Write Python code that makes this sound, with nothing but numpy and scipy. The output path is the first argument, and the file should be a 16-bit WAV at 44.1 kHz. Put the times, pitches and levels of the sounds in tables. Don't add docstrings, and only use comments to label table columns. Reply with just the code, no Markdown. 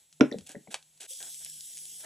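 import sys
import numpy as np
from scipy import signal
from scipy.fft import rfft, irfft, next_fast_len
from scipy.io import wavfile
from scipy.ndimage import uniform_filter1d, map_coordinates

SR = 44100
rng = np.random.default_rng(int(sys.argv[2]) if len(sys.argv) > 2 else 0)


def store_wav(level_fs):
    pcm = np.round(np.clip(np.atleast_2d(level_fs), -1, 1) * 32767)
    wavfile.write(sys.argv[1], SR, pcm.T.astype(np.int16))


N = 90404

# [t/s, level/dB before stream or patter gain]
POUR_FLOW = [(1.065, -79.5), (1.084, -51.5), (1.108, -42.5), (1.149, -46), (1.301, -46), (1.4, -47),
             (1.5, -46.5), (1.68, -47.5), (1.801, -47), (2.04, -47.5)]
# [f/Hz, level/dB]
STREAM_COLOUR = [(200, -54), (1200, -49), (1600, -28.5), (2400, -19.5), (3300, -4.5), (4300, -12),
                 (4900, -8), (5400, -1.5), (6300, -4.5), (7800, 0.5), (9000, -2), (11300, 1.5),
                 (12600, -2.5), (15500, -3)]
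# [f/Hz, level/dB]
PATTER_COLOUR = [(50, -3), (250, 8), (750, 2.5), (950, -11), (1200, -33.5), (1500, -1.5), (2300, 5.5),
                 (3200, -6.5), (6000, -27)]
STREAM_DB, PATTER_DB = 3.5, -26
FALL_S = 0.1
STREAM_PATCHY_DB, PATTER_PATCHY_DB, SURGE_DB = 1.9, 6.5, 0.4
GRAINS_PER_S, GRAIN_SPREAD_DB = 22000, 1

# [t/s, length/s, level/dB, wall rustle/dB before trim, release t60/s]
SLIDES = [(0.46, 0.01393, -49.5, -6, 0.089), (0.487, 0.034, -50, 5, 0.12), (0.703, 0.0324, -47.5, 3, .08),
          (1, 0.031, -44.5, -3.5, 0.047), (1.031, .034, -50.5, 1.5, 0.012), (1.198, .05, -53, 7, 0.094),
          (1.257, 0.036, -56.5, 4, .09), (1.402, 0.027, -58.5, 0.5, 0.049), (1.452, 0.014, -52, -3, .06),
          (1.781, 0.01, -59, -3.5, .06), (1.994, 0.044, -68, 14, .08), (2.035, .03, -55.5, 15, 0.072)]
# [f/Hz, level/dB]
SLIDING_COLOUR = [(1000, -35), (2200, -3.5), (3300, 1), (4900, -6), (6500, -0.5), (8000, 1), (11000, -3.5),
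                  (13000, -22), (15500, -25.5)]
# [f/Hz, level/dB]
WALL_COLOUR = [(100, -22), (350, -0.5), (750, 5), (1150, -10.5), (1600, 5), (2600, -12), (5000, -12),
               (10000, -51)]
SLIDE_RISE_S, SLIDE_SAG_DB_PER_S = 0.008, 64.5
SLIDE_CLUMP_DB, WALL_TRIM_DB = 1.5, -8.5

# [t/s, level/dB, tilt/dB per octave]
TICKS = [(.4728, -32, 4), (.4932, -29, -2), (.5178, -28, 4), (1.0069, -32, 0), (1.0093, -30, 0),
         (1.1082, -34, 0), (1.1346, -28.5, 1), (1.1736, -34, 3), (1.1912, -33, 2), (1.2046, -34, -5),
         (1.2281, -24, -1), (1.3452, -29.5, 2), (1.4485, -21, 2), (1.4627, -30, -5), (1.4989, -26.5, 3),
         (1.6084, -28.5, 0), (1.7724, -27, -1), (1.779, -30, -2), (1.7885, -30, 0), (1.855, -29.5, -2),
         (2.008, -33, 2)]
# [f/Hz, level/dB]
GRAIN_COLOUR = [(100, -60), (500, -34), (1200, -32), (2200, -10), (3300, -2), (5000, -4), (8000, 0),
                (11000, -1), (13000, -14), (15000, -22)]
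TICK_S, TICK_PIVOT_HZ = 0.002, 6000

# [t/s, level/dB, tilt/dB per octave]
SNAPS = [(.1272, -41, 9), (.3858, -34, 4), (.4093, -44, 5), (.7432, -15.5, 0), (.8269, -45, 8),
         (.9763, -49, 9)]
# [f/Hz, level/dB]
LID_COLOUR = [(150, -26.5), (500, 3), (1100, -1), (2500, 0), (4200, -1), (5300, -6), (6500, -3.5),
              (8600, -6), (11000, -12), (14000, -32.5)]
SNAP_S, LID_RING_S, LID_RING_DB = 0.0073, 0.069, -10.5

# [t/s, level/dB, f/Hz, t60/s]
HOLLOW = (1.107, -52, 515, .075)
HOLLOW_RISE_HZ_PER_S, HOLLOW_ROUGH_RAD = 1200, 0.5

# [f/Hz, level/dB, t60/s]
COUNTER_MODES = [(137, -6, 0.15), (194.8, -12, 0.059), (256, 2, 0.08), (298, -3.5, 0.089),
                 (353.5, -4.5, .055), (419.7, -6.5, 0.075), (542, -16.5, 0.095), (577.6, -15, 0.095),
                 (657, -25, 0.056), (837, -28.5, 0.079), (1230, -38.5, 0.024), (1490, -36.5, .06),
                 (2004, -33.5, .06)]
# [t/s, ring level/dB, ring tilt/dB per octave, thud f/Hz, thud level/dB, left-right/dB]
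KNOCKS = [(0.2011, -37, 16, 404, -33.5, 0.5), (0.2109, -6, 3.5, 309, -13.5, 1),
          (0.3182, -31, 10, 373.3, -32.5, 1.5), (0.3425, -41.5, -3, 468, -25, 2.5),
          (0.356, -42.5, -8.5, 200.4, -34.5, 4.5), (0.382, -44, -2.5, 191.7, -42.5, 7),
          (.407, -54, 0, 87.6, -56, 3.5), (0.496, -70, -8, 287, -50, -1.5), (.548, -45, 17, 535, -44, 1.5),
          (0.5619, -39.5, 0, 183.5, -40, 4.5), (0.6732, -59.5, 15.5, 690, -45, 6.5),
          (0.682, -44.5, 0, 212, -44.5, 3)]
SOFT_S = 0.0018
LOW_CUT_HZ = 240
THUD_RISE_CYCLES = 1
MODE_SCATTER = 0.041

# [t/s, crack level/dB, ring f/Hz, ring level/dB, left-right/dB]
CLACKS = [(0.2088, -7.5, 2032, -18.5, -10), (0.3133, -49, 1864, -24.5, 3.5), (0.3157, -52, 5630, -28.5, 3),
          (0.325, -41.5, 3800, -20, -3), (0.342, -48, 1680, -35, 3.5), (0.5527, -57, 1830, -26.5, 1),
          (0.675, -52, 2160, -36.5, -1)]
# [f/Hz, level/dB]
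CRACK_COLOUR = [(200, -22.5), (800, -5.5), (1180, 6), (1330, 5), (1470, 9), (1750, -1), (2050, 1),
                (2800, -3), (3800, -7.5), (4700, -19), (5400, -5.5), (6200, -8), (7000, -25), (10000, -29),
                (14000, -45.5)]
CRACK_S, RING_S, RING_ROUGH = 0.021, 0.017, 0.15
RING_SKIRT_DB = -61
CLACK_TRIM_DB = -5.0

# [f/Hz, turn/rad each side]
CHANNEL_TURN = [(200, 0.17), (600, 0.28), (1500, 0.42), (4000, .25), (6500, 0.16), (8000, 0.42),
                (11000, 0.83), (13000, 1.8)]
# [f/Hz, t60/s]
KITCHEN_DECAY = [(120, 0.18), (400, 0.18), (2000, 0.21), (6000, 0.18), (12000, .2)]
# [f/Hz, correlation]
ROOM_ALIKE = [(150, 1), (500, 0.56), (3000, 0.99), (8000, 0.58), (12000, -0.3)]
# [f/Hz, level/dB]
SIDE_OVER_MID = [(200, -6.5), (1500, -12.5), (3500, -41), (5000, 3), (6500, -36), (7800, -11), (9000, -2.5),
                 (11500, 4.5), (12300, 17), (13000, 45.5)]

# [f/Hz, level/dB]
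AIR_COLOUR = [(30, -15.5), (60, -1), (200, -4), (400, -10), (800, -6.5), (1150, -16), (1600, -11),
              (3500, -2), (4800, -6.5), (6500, -1), (7800, 3), (8600, -3), (11000, 2.5), (15000, -6)]
# [t/s, level/dB]
AIR_LEVEL = [(0, -60.5), (.07, -66), (.4, -61.5), (.85, -64.5), (1.055, -62.5), (1.075, -66), (1.2, -64.5),
             (2.04, -66.5)]
# [t/s, level/dB]
HUM_LEVEL = [(0, -112), (.15, -69), (1.0, -77.5), (1.1, -96), (1.2, -72.5), (1.42, -74), (1.53, -65),
             (1.651, -73), (1.701, -87), (1.76, -71), (2.04, -73.5)]
HUM_HZ = 154.6

MIC_PEAK_HZ, MIC_WIDTH_HZ, MIC_PEAK_DB = 7880, 66, 6
TOP_HZ = 15800


def amp(db):
    return 10 ** (np.asarray(db) / 20)


def unit(x):
    return x / np.sqrt(np.mean(x ** 2) + 1e-20)


def along(points, hz):
    f, v = np.transpose(points)
    return np.interp(np.log(hz + 1), np.log(f + 1), v)


def over_time(points, t):
    return np.interp(t, *np.transpose(points))


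def since(s):
    return np.maximum(np.arange(N) / SR - s, 0)


def fade(t, t60):
    return np.exp(-np.log(1000) * t / t60)


def soft_onset(t):
    return 1 - np.exp(-t / SOFT_S)


def wobble(rate):
    knots = rng.standard_normal(int(N * rate / SR) + 4)
    return map_coordinates(knots, [np.arange(N) * rate / SR])


def filtered(x, response):
    m = next_fast_len(N + SR // 2)
    return irfft(rfft(x, m) * response(np.fft.rfftfreq(m, 1 / SR)), m)[..., :N]


def coloured(x, spectrum, size=2048):
    cepstrum = irfft(np.log(amp(along(spectrum, np.fft.rfftfreq(size, 1 / SR)))))
    cepstrum[1:size // 2] *= 2
    cepstrum[size // 2 + 1:] = 0
    h = irfft(np.exp(rfft(cepstrum)))
    return signal.fftconvolve(x, h / np.linalg.norm(h))[:N]


def burst(s, t60, rough=0.48):
    t = since(s)
    x = rough * rng.standard_normal(N) * fade(t, t60) * (t > 0)
    x[round(s * SR)] = 2
    return x


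def panned(x, pan_db):
    return x * amp([[pan_db / 2], [-pan_db / 2]])


def spread(pair, spectrum):
    def response(hz):
        turn = np.arctan(amp(along(SIDE_OVER_MID, hz)))
        return amp(along(spectrum, hz)) * [np.cos(turn), np.sin(turn)]

    mid, side = filtered(pair, response)
    return unit(np.array([mid + side, mid - side]))


def grains(spectrum):
    sizes = amp(GRAIN_SPREAD_DB * np.minimum(rng.exponential(size=(2, N)), 3))
    pushes = sizes * rng.standard_normal((2, N))
    struck = rng.random((2, N)) < GRAINS_PER_S / SR
    return spread(pushes * struck, spectrum)


def patchy(pair, depth_db):
    z = signal.stft(pair, nperseg=512)[2]
    field = uniform_filter1d(rng.standard_normal(z.shape[1:]), size=7, axis=0)
    field = uniform_filter1d(field, size=9, axis=1)
    return unit(signal.istft(z * amp(depth_db * unit(field)), nperseg=512)[1][:, :N])


def kitchen(x, wet_db):
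    hz, t, z = signal.stft(rng.standard_normal((2, SR // 2)), SR, nperseg=256)
    turn = np.arccos(np.clip(along(ROOM_ALIKE, hz), -1, 1))[:, None] / 2
    decaying = z * fade(t, along(KITCHEN_DECAY, hz)[:, None])
    mid, side = signal.istft(decaying * [np.cos(turn), np.sin(turn)], SR, nperseg=256)[1]
    tail = np.array([mid + side, mid - side])
    tail = tail * (1 - np.exp(-np.arange(len(mid)) / SR / 0.0014))
    tail = tail / np.linalg.norm(tail[0])
    x = x * np.ones((2, 1))
    direct = filtered(x, lambda f: np.exp(1j * np.outer([1, -1], along(CHANNEL_TURN, f))))
    room = signal.fftconvolve(x.mean(axis=0)[None], tail, axes=1)[:, :N]
    return direct + amp(wet_db) * room


def pour():
    def flow(delay):
        s, db = np.transpose(POUR_FLOW)
        level = np.interp(since(0) - delay, s, db, left=-120)
        return amp(level + SURGE_DB * wobble(37))

    stream = amp(STREAM_DB) * flow(0) * patchy(grains(STREAM_COLOUR), STREAM_PATCHY_DB)
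    patter = amp(PATTER_DB) * flow(FALL_S) * patchy(grains(PATTER_COLOUR), PATTER_PATCHY_DB)
    return stream + patter


def slides():
    hiss, wall = np.zeros(N), np.zeros(N)
    for s, length, db, wall_db, release in SLIDES:
        t = since(s)
        move = amp(db - SLIDE_SAG_DB_PER_S * t) * np.minimum(t / SLIDE_RISE_S, 1)
        move = move * fade(since(s + length), release)
        hiss += move
        wall += amp(wall_db + WALL_TRIM_DB) * move
    clumps = amp(SLIDE_CLUMP_DB * wobble(220))
    return kitchen(hiss * clumps * grains(SLIDING_COLOUR) + wall * grains(WALL_COLOUR), wet_db=-28.0)


def ticks():
    out = np.zeros(N)
    for s, db, tilt in TICKS:
        colour = [(hz, level + tilt * np.log2(hz / TICK_PIVOT_HZ)) for hz, level in GRAIN_COLOUR]
        out += amp(db) * coloured(burst(s, TICK_S), colour)
    return kitchen(out, wet_db=-23)


def lid():
    out = np.zeros(N)
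    for s, db, tilt in SNAPS:
        colour = [(hz, level + tilt * min(np.log2(hz / 5000), 0)) for hz, level in LID_COLOUR]
        contact = burst(s, SNAP_S) + amp(LID_RING_DB) * burst(s, LID_RING_S)
        out += amp(db) * coloured(contact, colour)
    return kitchen(out, wet_db=-14.5)


def bump():
    s, db, hz, t60 = HOLLOW
    t = since(s)
    phase = 2 * np.pi * (hz + HOLLOW_RISE_HZ_PER_S * t / 2) * t + HOLLOW_ROUGH_RAD * wobble(210)
    return kitchen(amp(db) * np.sin(phase) * fade(t, t60) * soft_onset(t), wet_db=-1.5)


def counter_ring(t, tilt):
    main_hz = COUNTER_MODES[2][0]
    ring = np.zeros(N)
    for hz, level, t60 in COUNTER_MODES:
        tilted_db = level + rng.normal(0, 1) + tilt * min(np.log2(hz / main_hz), 1)
        mode_hz = hz * (1 + MODE_SCATTER * rng.uniform(-1, 1))
        ring += amp(tilted_db) * fade(t, t60) * np.sin(2 * np.pi * mode_hz * t)
    low_cut = signal.butter(2, LOW_CUT_HZ, "high", fs=SR, output="sos")
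    return signal.sosfilt(low_cut, ring * soft_onset(t))


def knocks():
    out = np.zeros((2, N))
    for s, db, tilt, thud_hz, thud_db, pan_db in KNOCKS:
        t = since(s)
        rise = t * thud_hz / THUD_RISE_CYCLES
        thud = (rise * np.exp(1 - rise)) ** 2 * np.sin(2 * np.pi * thud_hz * t)
        out += panned(amp(db) * counter_ring(t, tilt) + amp(thud_db) * thud, pan_db)
    return kitchen(out, wet_db=-7.5)


def clacks():
    out = np.zeros((2, N))
    for s, db, hz, ring_db, pan_db in CLACKS:
        ring_colour = [(hz / 2, RING_SKIRT_DB), (hz, 0), (hz * 2, RING_SKIRT_DB)]
        ring = coloured(burst(s, RING_S, RING_ROUGH), ring_colour)
        crack = coloured(burst(s, CRACK_S), CRACK_COLOUR)
        out += panned(amp(CLACK_TRIM_DB) * (amp(db) * crack + amp(ring_db) * ring), pan_db)
    return kitchen(out, wet_db=-8.5)


def background():
    t = since(0)
    air = amp(over_time(AIR_LEVEL, t)) * spread(rng.standard_normal((2, N)), AIR_COLOUR)
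    tone = np.sin(2 * np.pi * HUM_HZ * t + 0.5 * wobble(59))
    hum = tone * amp(over_time(HUM_LEVEL, t) + wobble(18))
    return air + hum


def scene():
    return pour() + slides() + ticks() + lid() + bump() + knocks() + clacks() + background()


def record(dry):
    def response(hz):
        peak_db = MIC_PEAK_DB / (1 + ((hz - MIC_PEAK_HZ) / MIC_WIDTH_HZ) ** 2)
        return amp(peak_db) * (hz < TOP_HZ)

    return filtered(dry, response)


dry = scene()
out = record(dry)
store_wav(out)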